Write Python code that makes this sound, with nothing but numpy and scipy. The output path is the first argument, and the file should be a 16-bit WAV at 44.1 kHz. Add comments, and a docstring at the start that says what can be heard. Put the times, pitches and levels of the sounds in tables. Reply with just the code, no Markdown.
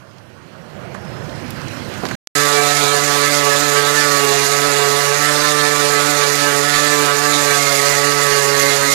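"""A vehicle draws near a quiet park bench: rumble, roar and hiss are coloured noise that swells, with a thin
whistle. Meanwhile wood is handled: ticks and knocks are short puffs of band noise. The sound drops out and
ticks once, a scrap of three sines; then an orbital sander runs on a hand-held block: orbit harmonics, pad
chatter and grit noise locked to the orbit. Only the right input is live; the left holds a trace and faint hiss."""
import sys
import numpy as np
from scipy import signal
from scipy.io import wavfile
from scipy.ndimage import uniform_filter1d

SR = 44100
rng = np.random.default_rng(int(sys.argv[2]) if len(sys.argv) > 2 else 0)


def log_audio(samples):
    """Write samples as a 16-bit WAV file to the path given in sys.argv[1]."""
    # one column per channel
    frames = np.atleast_2d(samples).T
    # limit to full scale, then quantise
    limited = np.clip(frames, -1, 1)
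    pcm = np.round(limited * 32767).astype(np.int16)
    wavfile.write(sys.argv[1], SR, pcm)


N = 394254

# Levels of the sander, handling and traffic are in dB before scene() doubles those layers.
SILENCE_START_S, SILENCE_END_S = 2.1535, 2.3527


def sander():
    """The motor turns the pad at a wandering speed; that one orbit angle drives orders, chatter and grit."""
    # The sander under the moving hand. Each row: time in s, orbit speed in Hz before sag and wander.
    speed_curve = [(2.36, 145.1), (2.99, 143.6), (3.35, 144.2), (3.54, 142.6), (3.63, 144.5), (3.81, 143.8),
                   (4.0, 145.8), (4.25, 141.6), (4.41, 140.5), (4.66, 143.9), (4.81, 142.3), (5.11, 143.1),
                   (5.28, 146.5), (5.46, 147.4), (5.99, 144.1), (6.1, 145.5), (6.3, 143.9), (6.63, 143.4),
                   (6.77, 145.7), (6.94, 146.3), (7.14, 143.4), (7.25, 145.4), (7.55, 143.5), (7.74, 140),
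                   (7.95, 143), (8.22, 143.5), (8.48, 140.7), (8.93, 140.4)]
    # The two strongest orders trade places as the pad travels.
    # Each row: time in s, third order level in dB, second order level in dB.
    hum_curve = [(2.36, -28.5, -31.5), (2.6, -22, -36.5), (2.8, -34, -32.5), (2.84, -22, -32),
                 (2.98, -25.5, -38.5), (3.04, -30.5, -31), (3.22, -23.5, -32), (3.33, -33.5, -30),
                 (3.47, -22.5, -37), (3.64, -31.5, -29), (3.77, -22.5, -38.5), (4.02, -31, -30),
                 (4.24, -20, -33.5), (4.54, -26.5, -38.5), (4.68, -28, -30), (4.81, -21, -42),
                 (4.97, -25, -33), (5.12, -24, -60), (5.2, -30.5, -31.5), (5.84, -24.5, -31.5),
                 (5.91, -24, -38), (6.09, -30, -27), (6.26, -22, -42), (6.42, -30, -27), (6.53, -21, -33),
                 (6.71, -31.5, -33), (7.04, -24, -28.5), (7.1, -23, -36.5), (7.37, -31.5, -28),
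                 (7.52, -21, -37.5), (7.61, -30.5, -31), (7.92, -26.5, -39.5), (8.1, -26, -31),
                 (8.38, -22.5, -43.5), (8.42, -26.5, -50), (8.47, -23, -37), (8.71, -27, -32.5),
                 (8.78, -25, -42.5), (8.87, -25.5, -30.5), (8.93, -30, -32)]
    # Slow levels. Each row: time in s, fifth order level in dB, fourth order level in dB,
    # grit level in dB before its sway.
    slow_curve = [(2.36, -36.5, -34, -22), (2.6, -30, -29.0, -22.5), (2.76, -27, -34, -22),
                  (3.34, -36, -28.5, -22), (3.71, -34, -31.0, -22), (4.18, -32.5, -27.5, -22.5),
                  (4.51, -29.5, -36.5, -22), (4.66, -26.5, -30, -21), (4.78, -32.5, -29.1, -23.5),
                  (5.38, -35.5, -28.5, -22), (5.66, -35, -31, -23.2), (5.98, -30, -28.5, -21.6),
                  (6.64, -35, -30, -22.5), (6.85, -34.4, -28, -21), (7.11, -34, -30, -23.5),
                  (7.71, -31.6, -29, -21), (8.2, -35.5, -31.5, -22.5), (8.93, -32.5, -25.5, -21.5)]
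    sag_hz_per_db = 0.12  # the motor sags a little while the third order is strong

    speed_hz, = played(speed_curve)
    third_db, second_db = played(hum_curve)
    fifth_db, fourth_db, grit_db = played(slow_curve)
    running = round(hum_curve[0][0] * SR)
    third_excess_db = third_db - third_db[running:].mean()
    speed_hz = speed_hz - sag_hz_per_db * third_excess_db
    fast_hz = speed_hz - speed_hz[running:].mean()
    orbit = 2 * np.pi * np.cumsum(speed_hz + 0.5 * drift(11.65).real) / SR
    contact = orbit + 0.029 * drift(8.9).real  # the pad lands a little early or late

    out = unbalanced_weight(orbit)
    out += strong_orders(contact, second_db, third_db)
    out += wandering_orders(contact, fourth_db, fifth_db, third_excess_db, fast_hz)
    # under light load the buzz takes over from scratching
    held_db = 0.59 * fast_hz + 3.23 * drift(5.8).real
    grit_db = grit_db - 0.035 * third_excess_db + 0.85 * drift(6).real
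    return out + pad_chatter(contact, held_db) + grit_hiss(orbit, contact, held_db, grit_db)


def unbalanced_weight(orbit):
    """The unbalanced weight gives one nearly steady cosine per orbit."""
    level_db = -32.5 + 0.8 * drift(8.0).real
    return gain_of(level_db) * np.sqrt(2) * np.cos(orbit)


def strong_orders(contact, second_db, third_db):
    """The second and third multiples of the orbit, with strength and phase wavering a little."""
    out = np.zeros(N)
    for k, db in ((2, second_db), (3, third_db)):
        swing = evened(1 + 0.12 * k * drift(6.2))  # the higher order is rougher
        wave = swing * np.exp(1j * (k * contact + 0.47 * k ** 2))
        out += np.sqrt(2) * gain_of(db) * wave.real
    return out


def wandering_orders(contact, fourth_db, fifth_db, third_excess_db, fast_hz):
    """Orders from the fourth up, each partly steady and partly wandering as the pad creeps."""
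    # Each row: multiple of the orbit speed, base level in dB, steady share from 0 to 1,
    # change in dB per dB of the third order, change in dB per Hz of orbit speed.
    upper_orders = [(6, -35.5, 0.83, 0.5, 0.5), (7, -35, 0.5, 0.6, 0.5), (8, -28.5, 0.78, 0.27, 0.3),
                    (9, -27.5, 0.87, -0.26, 0.64), (10, -33.5, 0.27, 0, .1), (11, -33, 0.62, 0.45, .4),
                    (12, -30.5, 0.69, 0, 1), (13, -34.5, .3, 0, -0.5), (14, -34.5, 0.68, 0.1, 0.4),
                    (15, -42.5, 0, -2, -4), (16, -46, .4, 4, 3), (17, -48, 1, 0, 0),
                    (18, -45.5, 0, 0, -1.5), (19, -46, 0.98, 0.5, 2), (20, -41.5, 0.84, 1, -1)]
    lower_orders = [(4, fourth_db, 0.81, 0, 0), (5, fifth_db, 0.39, 0, 0)]
    housing_db = 2 * drift(7.2).real  # orders from 11 up swell together as the housing rings

    out = np.zeros(N)
    for k, db, steady, per_third, per_speed in [*lower_orders, *upper_orders]:
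        follows_db = per_third * third_excess_db + per_speed * fast_hz
        if k >= 11:
            follows_db = follows_db + housing_db
        swing = steady + np.sqrt(1 - steady ** 2) * drift(6.5)
        phase = k * contact + 0.3 * k ** 2  # a fixed offset spreads the orders' phases
        out += np.sqrt(2) * gain_of(db + follows_db) * (swing * np.exp(1j * phase)).real
    return out


def pad_chatter(contact, held_db):
    """Patchy noise of the pad, pulsing once and twice an orbit and dropping as the buzz rises."""
    # Each row: frequency in Hz, relative level in dB per Hz.
    chatter_colour = [(20, -58), (50, -31), (100, 1), (200, -5), (420, 4), (900, -2.5), (1250, -28),
                      (1900, 13.5), (2500, 4.5), (3200, -3), (5000, -49)]
    pulse_db = 1.1 * np.cos(contact) + 0.76 * np.cos(2 * contact)
    level_db = -31 - 0.4 * held_db + pulse_db
    return noise(chatter_colour, 2.2, 0.76, size=2048) * gain_of(level_db)


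def grit_hiss(orbit, contact, held_db, grit_db):
    """Grit scratches as free noise and buzzes as a retraced track, both pulsing with the orbit."""
    # Colour of the scratching. Each row: frequency in Hz, relative level in dB per Hz.
    scratch_colour = [(1350, -54), (2300, -3.5), (2820, -3.5), (3030, -9), (3400, -3), (4060, 0.5),
                      (4930, 1), (5480, -2), (6990, 3), (7770, -3), (9520, -7), (10600, -6), (14500, -14),
                      (15400, -15), (16000, -29)]
    # Colour of the buzz. Each row: frequency in Hz, relative level in dB per Hz.
    buzz_colour = [(1500, -13), (2300, -1), (2900, -8), (3500, -1), (4300, -1), (5500, -5.5), (7000, -5.5),
                   (10000, -10), (16000, -25)]
    # the bite once an orbit comes at a wandering angle; a weaker pulse comes twice an orbit
    bite_db = 1.4 * np.cos(contact + 2.2 + 1.7 * drift(7.8).real)
    scrape_db = bite_db + 0.62 * np.cos(2 * contact)
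    scratch = 0.81 * gain_of(-0.6 * held_db) * noise(scratch_colour, 1.3, 1.0)
    track = retraced(orbit, kept=0.77)
    buzz = 0.58 * gain_of(held_db) * noise(buzz_colour, 2.2, source=track)
    return (scratch + buzz) * gain_of(grit_db + scrape_db)


def retraced(angle, kept):
    """Each orbit the grit meets nearly the same wood: a rough track that renews from turn to turn."""
    turns, points = 1400, 320  # points per turn
    fresh = rng.standard_normal((turns, points))
    track = signal.lfilter([1], [1, -kept], fresh, axis=0).ravel()
    return np.interp(angle / (2 * np.pi) * points, np.arange(track.size), track)


def handling():
    """Handled wood and plastic: ticks are brief snaps of noise, knocks a low thud with a clack."""
    # Small ticks. Each row: start in s, nominal peak in dB, nominal centre in Hz,
    # relative brightness in dB.
    tick_rows = [(0.1101, -43, 3950, -18), (0.183, -39, 4480, -18), (0.9434, -34, 5660, -20),
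                 (0.9507, -37, 6940, -23), (1.2935, -29, 3850, -24), (1.4626, -31, 4430, -28),
                 (1.4794, -36, 5260, -17), (1.505, -27, 4040, 3.5), (1.6152, -30, 5360, -22),
                 (1.6811, -24, 4930, -22), (1.939, -27, 5390, -18), (2.0522, -17.5, 4480, -20),
                 (2.065, -21, 4410, -23), (2.0872, -22, 4530, -14), (2.1116, -23, 5570, -17)]
    # Dull knocks of the block. Each row: start in s, nominal thud peak in dB, nominal clack peak in dB.
    knock_rows = [(0.946, -32, -25), (1.912, -32, -38), (2.033, -11.5, -29.5), (2.0525, -14.5, -20.5),
                  (2.111, -24, -20)]

    out = np.zeros(N)
    for s, db, hz, bright_db in tick_rows:
        body = burst(0.6 * hz, 1.35 * hz, t60=0.046, rise=0.00044)
        sparkle = burst(7000, 16000, t60=0.019, rise=0.0006)
        snap = body + gain_of(bright_db + 7.0) * sparkle
        add(out, s, gain_of(db - 3.5) * snap)
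    for s, thud_db, clack_db in knock_rows:
        thud = gain_of(thud_db + 3.0) * burst(160, 690, t60=0.063, rise=0.0044)
        clack = gain_of(clack_db + 5.0) * burst(960, 1830, t60=0.05, rise=0.002)
        add(out, s, thud + clack)
    return out


def burst(lo_hz, hi_hz, t60, rise):
    """A short puff of band noise, rms 0.5 before its decay (60 dB in t60 s) and linear rise (s)."""
    t = np.arange(3000) / SR
    band = signal.butter(2, [lo_hz, hi_hz], "band", fs=SR, output="sos")
    puff = signal.sosfilt(band, rng.standard_normal(3500))[500:]  # skip the filter's start
    return 0.5 * evened(puff) * gain_of(-60 * t / t60) * np.minimum(t / rise, 1)


def lone_tick():
    """Three sines for a third of a millisecond in the silence."""
    out, t = np.zeros(N), np.arange(16) / SR
    buzz = np.sin(2 * np.pi * 1800 * t)
    buzz += 1.4 * np.cos(2 * np.pi * 5300 * t)
    buzz += 0.36 * np.sin(2 * np.pi * 10500 * t)
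    add(out, 2.2729, gain_of(-15) * buzz * signal.windows.tukey(len(t), 0.3))
    return out


def traffic():
    """Bands of noise swell as the vehicle nears; the hiss is still rising when the sound drops out."""
    # Low rumble. Each row: frequency in Hz, relative level in dB per Hz.
    rumble_colour = [(15, -57), (25, -32), (32, -36), (53, -21.5), (118, -2.5), (257, -11.5), (299, -13.5),
                     (348, -10.5), (400, -20), (520, -64), (880, -120)]
    # Roar. Each row: frequency in Hz, relative level in dB per Hz.
    roar_colour = [(150, -32), (250, -6), (350, -6), (420, -5), (530, 1), (800, -5.5), (1100, -12.5),
                   (2000, -52.5)]
    # Upper part of the roar. Each row: frequency in Hz, relative level in dB per Hz.
    upper_colour = [(500, -37), (800, -4), (1100, 0), (1500, 1.5), (1900, -3.5), (2400, -6.5), (3500, -13),
                    (6000, -60)]
    # Tyre hiss. 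Each row: frequency in Hz, relative level in dB per Hz.
    tyre_colour = [(1180, -34), (2000, -28.5), (2620, 1.5), (3650, -6), (3980, 1.5), (14700, -18),
                   (16000, -36)]
    rumble = swell(-46, -30.5, near_s=1.74, bend=1.4) * noise(rumble_colour, 2.6, size=4096)
    roar = swell(-50.5, -39, near_s=1, bend=5) * noise(roar_colour, 1.5, size=1024)
    upper_roar = swell(-52.5, -37, near_s=1.84, bend=1.4) * noise(upper_colour, 2.1)
    tyre_hiss = swell(-59, -39, near_s=2.5, bend=1.83) * noise(tyre_colour, 1.9, 0.67)
    return rumble + roar + upper_roar + tyre_hiss + thin_whistle()


def thin_whistle():
    """A steady pitch that sounds three times with short ramps and a flickering level."""
    # Each row: start in s, length in s, level in dB before the flicker.
    whistle_rows = [(1.04, 0.25, -50.5), (1.26, .2, -53), (1.68, .21, -53)]
    pitch_hz, edge_s = 5120, 0.037
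    t = np.arange(N) / SR
    shape = np.zeros(N)
    for s, length, db in whistle_rows:
        to_edge = np.minimum(t - s, s + length - t)
        shape += gain_of(db) * np.clip(to_edge / edge_s, 0, 1)
    return shape * np.cos(2 * np.pi * pitch_hz * t) * abs(0.8 + 0.5 * drift(25.0))


def left_input_hiss(before, after):
    """Faint patchy noise of the left input, rising before the silence and level while the sander runs."""
    # Each row: frequency in Hz, relative level in dB per Hz.
    left_colour = [(50, -7), (1000, -1), (4000, 6), (8000, 4), (15000, 3)]
    level = swell(-69, -56.5, near_s=1.5, bend=1.8) * before + gain_of(-69.2) * after
    return level * noise(left_colour, 3.1)


def swell(far_db, near_db, near_s, bend):
    """A level that rises along a quarter sine until near_s, then holds; bend over 1 comes up late."""
    way = np.clip(np.arange(N) / SR / near_s, 0, 1)
    return gain_of(far_db + (near_db - far_db) * np.sin(np.pi / 2 * way) ** bend)


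def noise(colour, patchy_db, flicker_db=0., size=512, source=None):
    """Colours white noise, or a source, with drifting patches and a flicker shared by all bands; rms 1."""
    source = rng.standard_normal(N) if source is None else source
    overlap = 3 * size // 4
    hz, _, z = signal.stft(source, SR, nperseg=size, noverlap=overlap)
    patches = rng.standard_normal(z.shape[::-1]).T
    patches = uniform_filter1d(patches, 10, axis=0)  # across frequency
    patches = evened(uniform_filter1d(patches, 24, axis=1))  # across time
    flicker = evened(uniform_filter1d(rng.standard_normal(z.shape[1]), 6))
    f, db = np.transpose(colour)
    shape_db = np.interp(np.log(hz + 1), np.log(f + 1), db)[:, None]
    z = z * gain_of(shape_db + patchy_db * patches + flicker_db * flicker)
    return evened(signal.istft(z, nperseg=size, noverlap=overlap)[1][:N])


def drift(hz):
    """Slow complex chance, rms 1, low-passed at hz with one pole."""
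    step = 64  # samples between coarse points
    coarse = rng.standard_normal((N // step + 400, 2)) @ [1, 1j]
    r = np.exp(-2 * np.pi * hz * step / SR)
    coarse = evened(signal.lfilter([1], [1, -r], coarse)[398:])
    return np.interp(np.arange(N) / step, np.arange(len(coarse)), coarse)


def played(rows):
    """Each column of a curve table at every sample."""
    s, *columns = np.transpose(rows)
    return [np.interp(np.arange(N) / SR, s, c) for c in columns]


def gain_of(db):
    """Decibels to amplitude."""
    return 10 ** (np.asarray(db) / 20)


def evened(x):
    """Scales to rms 1."""
    return x / np.sqrt(np.mean(abs(x) ** 2) + 1e-20)


def add(mix, s, sound):
    """Mixes a sound in at a time in seconds."""
    part = mix[round(s * SR):][:len(sound)]
    part += sound[:len(part)]


def scene():
    """The park before the silence, the lone tick within it, the sander after it; left then right."""
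    t = np.arange(N) / SR
    before, after = t < SILENCE_START_S, t > SILENCE_END_S
    park = (traffic() + handling()) * before
    live = 2 * (park + sander() * after) + lone_tick()
    left = gain_of(-58.5) * live + left_input_hiss(before, after)
    return np.array([left, live])


def record(dry):
    """Peaks over 0.6 are rounded, a low-pass limits the band, and full scale clips."""
    size = abs(dry)
    bent = np.sign(dry) * (0.6 + 0.5 * np.tanh((size - 0.6) / 0.5))
    rounded = np.where(size < 0.6, dry, bent)
    low_pass = signal.firwin(511, 15530, window=("kaiser", 9), fs=SR)  # edge in Hz
    return np.clip(signal.oaconvolve(rounded, low_pass[None], "same"), -1, 1)


dry = scene()
out = record(dry)
log_audio(out)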